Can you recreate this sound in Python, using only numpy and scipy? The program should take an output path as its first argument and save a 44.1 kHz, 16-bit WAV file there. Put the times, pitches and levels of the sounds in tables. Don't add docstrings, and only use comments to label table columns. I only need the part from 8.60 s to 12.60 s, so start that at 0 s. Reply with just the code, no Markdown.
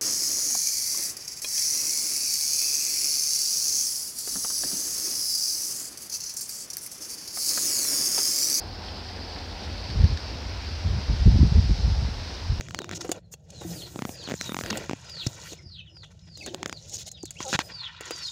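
import sys
import numpy as np
from scipy import signal
from scipy.fft import rfft, irfft, next_fast_len
from scipy.io import wavfile
from scipy.ndimage import uniform_filter1d, map_coordinates

SR = 44100
rng = np.random.default_rng(int(sys.argv[2]) if len(sys.argv) > 2 else 0)


def pcm_store(signal):
    levels = np.round(np.clip(np.atleast_2d(signal), -1, 1) * 32767)
    wavfile.write(sys.argv[1], SR, levels.astype(np.int16).T)


N = 176400
TIME = np.arange(N) / SR


def amp(db):
    return 10 ** (np.asarray(db) / 20)


def unit(x):
    return x / np.sqrt(np.mean(x ** 2) + 1e-20)


def curves(rows):
    times, *columns = np.transpose(rows)
    return [np.interp(TIME, times, column) for column in columns]


def wobble(knots_per_s):
    return map_coordinates(rng.standard_normal(1024), [TIME * knots_per_s], mode="wrap")


def gain_curve(spectrum):
    points_hz, db = np.transpose(spectrum)
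    return lambda hz: amp(np.interp(np.log(hz + 1), np.log(points_hz + 1), db))


def filtered(x, response):
    size = next_fast_len(N + SR // 2)
    return irfft(rfft(x, size) * response(np.fft.rfftfreq(size, 1 / SR)), size)[:N]


def coloured(x, spectrum):
    return unit(filtered(x, gain_curve(spectrum)))


def resonance(centre_hz, half_width_hz):
    noise = rng.standard_normal(N)
    return unit(filtered(noise, lambda hz: 1 / (1 + ((hz - centre_hz) / half_width_hz) ** 2)))


def patchy_noise(patchy_db):
    bins = signal.stft(rng.standard_normal(N), nperseg=512)[2]
    patches = uniform_filter1d(rng.standard_normal(bins.shape), size=7, axis=0)
    patches = unit(uniform_filter1d(patches, size=14, axis=1))
    return unit(signal.istft(bins * amp(patchy_db * patches), nperseg=512)[1][:N])


def grains(per_s=500, scatter_db=0.5, t60_s=0.012):
    onsets = rng.random(N) < per_s / SR
    hits = onsets * amp(scatter_db * np.clip(rng.standard_normal(N), -2, 2))
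    decay = amp(-60 * TIME[:SR // 8] / t60_s)
    power = signal.fftconvolve(hits ** 2, decay ** 2)[:N]
    return unit(np.sqrt(np.abs(power)) * rng.standard_normal(N))


def grainy_noise(spectrum, patchy_db, grain_share=0.32):
    bursts = np.sqrt(grain_share) * grains()
    wash = np.sqrt(1 - grain_share) * patchy_noise(patchy_db)
    return coloured(bursts + wash, spectrum)


def foliage():
    # time in seconds, level in dB.
    rustle_levels = [(0.05, -52), (0.27, -47.5), (0.28, -46), (0.33, -48), (1.1, -46), (2.61, -44.5),
                     (2.73, -45), (3.81, -46), (3.95, -48)]
    fizz_levels = [(0, -71), (.3, -69), (1.2, -63), (2.2, -61.5), (2.9, -57), (3.4, -59), (4, -59.5)]
    # frequency in Hz, relative density in dB.
    rustle_colour = [(200, -35), (700, -3), (1170, -4), (1500, -1.5), (2000, -0.5), (2600, 0), (3300, -2.5),
                     (4500, -7.5), (5600, -8), (6600, -20), (12000, -50)]
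    fizz_colour = [(3000, -17), (5500, 6), (6300, 9.5), (7000, 1.5), (8200, -1.5), (9500, -7.5),
                   (11000, -17.5), (15500, -28)]
    rustle_db, = curves(rustle_levels)
    fizz_db, = curves(fizz_levels)
    rustle = amp(rustle_db - 0.5) * grainy_noise(rustle_colour, patchy_db=1.25)
    fizz = amp(fizz_db) * grainy_noise(fizz_colour, patchy_db=1.3)
    return rustle + fizz


def microphone_sizzle(surge_half_s=0.029):
    # time in seconds, level in dB, share of the brighter sizzle from 0 to 1.
    sizzle_levels = [(0, -45.5, 0.07), (.5, -44.5, 0.03), (.8, -43, 0), (1.15, -43, 0.1), (1.45, -42, 0.35),
                     (1.8, -44.5, 0.63), (2.2, -44.5, 0.56), (2.6, -42.5, .65), (2.9, -42, 0.6),
                     (3.35, -42, 0.6), (3.55, -45.5, 0.6), (3.68, -43, 0.9), (4, -46, 0.74)]
    # centre in seconds, boost in dB.
    surges = [(.265, 3), (.375, 3), (.49, 2.5), (1.04, 3)]
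    # frequency in Hz, relative density in dB.
    soft_resonance = [(1500, -27), (3200, -12), (3800, -8), (4300, -2), (4750, -0.5), (5150, -2.5),
                      (5600, -9), (6100, -18), (6700, -27), (9000, -32.5), (15000, -54)]
    bright_resonance = [(1500, -28), (3200, -15.5), (3800, -3.5), (4400, -3.5), (5100, -1), (5650, -5),
                        (6150, -14), (6800, -26), (9000, -42), (15000, -61.5)]
    sizzle_db, bright_share = curves(sizzle_levels)
    surge_db = sum(db * np.exp(-((TIME - centre) / surge_half_s) ** 2) for centre, db in surges)
    soft = np.sqrt(1 - bright_share) * grainy_noise(soft_resonance, patchy_db=2.2)
    bright = np.sqrt(bright_share) * grainy_noise(bright_resonance, patchy_db=0.4)
    return amp(sizzle_db + surge_db) * (soft + bright)


def distant_roar(roar_db=-42.5, drone_hz=84.9, drone_db=-44, wander_rad=0.68):
    # frequency in Hz, relative density in dB.
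    roar_colour = [(20, -31.5), (35, -20), (60, -1), (130, -1), (180, 1.5), (280, 1), (360, -2),
                   (500, -1.5), (610, -3), (750, -4.5), (950, -4.5), (1180, -12), (1500, -11),
                   (2200, -20.5), (7000, -55)]
    # time in seconds, level in dB.
    whine_levels = [(0, -54), (1.1, -52.5), (1.6, -69), (2.7, -57.5), (4, -66)]
    whine_db, = curves(whine_levels)
    waver = amp(2.9 * wobble(14))
    drone = unit(waver * np.sin(2 * np.pi * drone_hz * TIME + wander_rad * wobble(9)))
    roar = coloured(patchy_noise(patchy_db=1.54), roar_colour)
    whine = resonance(centre_hz=747, half_width_hz=45)
    return amp(roar_db) * roar + amp(drone_db) * drone + amp(whine_db) * whine


def turbulence(spectrum):
    swings = coloured(rng.standard_normal(N), spectrum)
    power = uniform_filter1d(np.abs(signal.hilbert(swings)) ** 2, size=1100)
    return unit(swings / np.sqrt(np.abs(power) + 0.1))


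def draught():
    # time in seconds, level in dB.
    flow_levels = [(0, -43), (1, -41), (1.1, -36.5), (1.35, -36), (1.6, -37.5), (1.95, -34.5), (2.2, -38),
                   (2.7, -29.5), (3.45, -28.5), (3.65, -39), (4, -33)]
    # frequency in Hz, relative density in dB.
    flow_colour = [(15, -19), (30, -12), (48, 0), (75, 2), (100, -7.5), (130, -17.5), (220, -32),
                   (500, -70)]
    flow_db, = curves(flow_levels)
    return amp(flow_db + 1.7 * wobble(22)) * turbulence(flow_colour)


def leaf_ticks(attack_s=0.0003, crack_db=-7):
    # start in seconds, gain in dB, pitch in Hz, relative ring in dB, seconds to fall 60 dB.
    ticks = [(0.264, -31, 4700, -6, 0.022), (.2828, -35, 3100, -1, 0.037), (.761, -43.5, 1900, 3.5, 0.08),
             (1.301, -27.5, 4600, -9, 0.041), (1.4166, -29, 4500, -2, .018),
             (1.442, -24.5, 4700, -13, 0.019), (1.573, -23.5, 4700, -8, 0.019)]
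    # frequency in Hz, relative density in dB.
    crack_colour = [(500, -25), (1200, -34), (1700, 6), (2300, -6), (3300, -4.5), (4600, 2.5), (5500, -9),
                    (6800, -21), (8500, -28), (12000, -42)]
    crack = amp(crack_db) * coloured(rng.standard_normal(N), crack_colour)
    out = np.zeros(N)
    for start, db, pitch_hz, ring_db, t60_s in ticks:
        age = np.maximum(TIME - start, 0)
        envelope = amp(db - 60 * age / t60_s) * (1 - np.exp(-age / attack_s))
        ring = amp(ring_db) * resonance(pitch_hz, half_width_hz=610)
        out += envelope * (crack + ring)
    return out


def eddy_thuds(attack_s=0.0048, release_s=0.01, thud_db=-2.5):
    # start in seconds, hold in seconds, strength in dB.
    eddies = [(1.287, 0.025, -28), (1.354, 0.025, -22.5), (1.396, 0.022, -14.5), (1.439, 0.016, -10),
              (1.503, 0.037, -20.5), (2.254, 0.016, -19), (2.277, 0.11, -22.5), (2.493, 0.055, -18.5),
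              (2.606, 0.024, -17.5), (2.66, .03, -8), (2.707, 0.068, -16), (2.807, 0.046, -10),
              (2.865, 0.014, -16.5), (2.921, 0.0069, -15), (2.954, 0.044, -11), (3.044, 0.014, -19.5),
              (3.096, 0.024, -13), (3.189, 0.031, -26.5), (3.242, 0.041, -18), (3.291, 0.032, -19.5),
              (3.38, 0.11, -24), (3.901, 0.032, -20), (3.998, .03, -17)]
    # frequency in Hz, relative density in dB.
    thud_colour = [(15, -34), (30, -17.5), (50, 2), (75, 0.5), (100, -6), (135, -13), (200, -22.5),
                   (300, -55), (600, -89)]
    flutter_colour = [(60, -23), (120, 4), (220, 2.5), (300, -18.5), (420, -15.5), (600, -29.5),
                      (1200, -60), (3000, -79)]
    power = np.zeros(N)
    for start, hold_s, db in eddies:
        rise = np.exp(np.minimum(TIME - start, 0) / attack_s)
        fall = np.exp(-np.maximum(TIME - start - hold_s, 0) / release_s)
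        power += (amp(db) * rise * fall) ** 2
    strength = np.sqrt(power + 1e-12)
    thud = amp(thud_db) * strength * turbulence(thud_colour)
    hardness = strength / amp(-13.5)
    flutter_gain = amp(-29 + 1.77 * wobble(70)) * hardness ** 1.52
    return thud + flutter_gain * turbulence(flutter_colour)


def air_slaps(half_width_cycles=0.63):
    # centre in seconds, gain in dB, pitch in Hz.
    slaps = [(1.442, -17.5, 141), (2.254, -25.5, 183), (2.367, -37, 150), (2.498, -22.5, 194),
             (2.678, -18, 310), (2.692, -20, 215), (2.759, -15.5, 207), (2.792, -14, 225),
             (2.832, -9.5, 233), (2.869, -26, 212), (3.045, -24, 210), (3.099, -20.5, 242),
             (3.488, -24.5, 185)]
    out = np.zeros(N)
    for centre, db, hz in slaps:
        cycles = (TIME - centre) * hz
        out += amp(db) * np.exp(-(cycles / half_width_cycles) ** 2) * np.sin(2 * np.pi * cycles)
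    return out


def scene():
    # frequency in Hz, gain in dB.
    port = [(12, -23), (25, -10), (45, 1), (500, -1), (1000, -7), (2500, -66)]
    wind = filtered(draught() + eddy_thuds() + air_slaps(), gain_curve(port))
    return (foliage() + microphone_sizzle() + distant_roar() + wind + leaf_ticks())[None]


def record(dry):
    noise_db, top_hz = -68.5, 15720
    noisy = dry[0] + amp(noise_db) * rng.standard_normal(N)
    return filtered(noisy, lambda hz: hz < top_hz)[None]


dry = scene()
out = record(dry)
pcm_store(out)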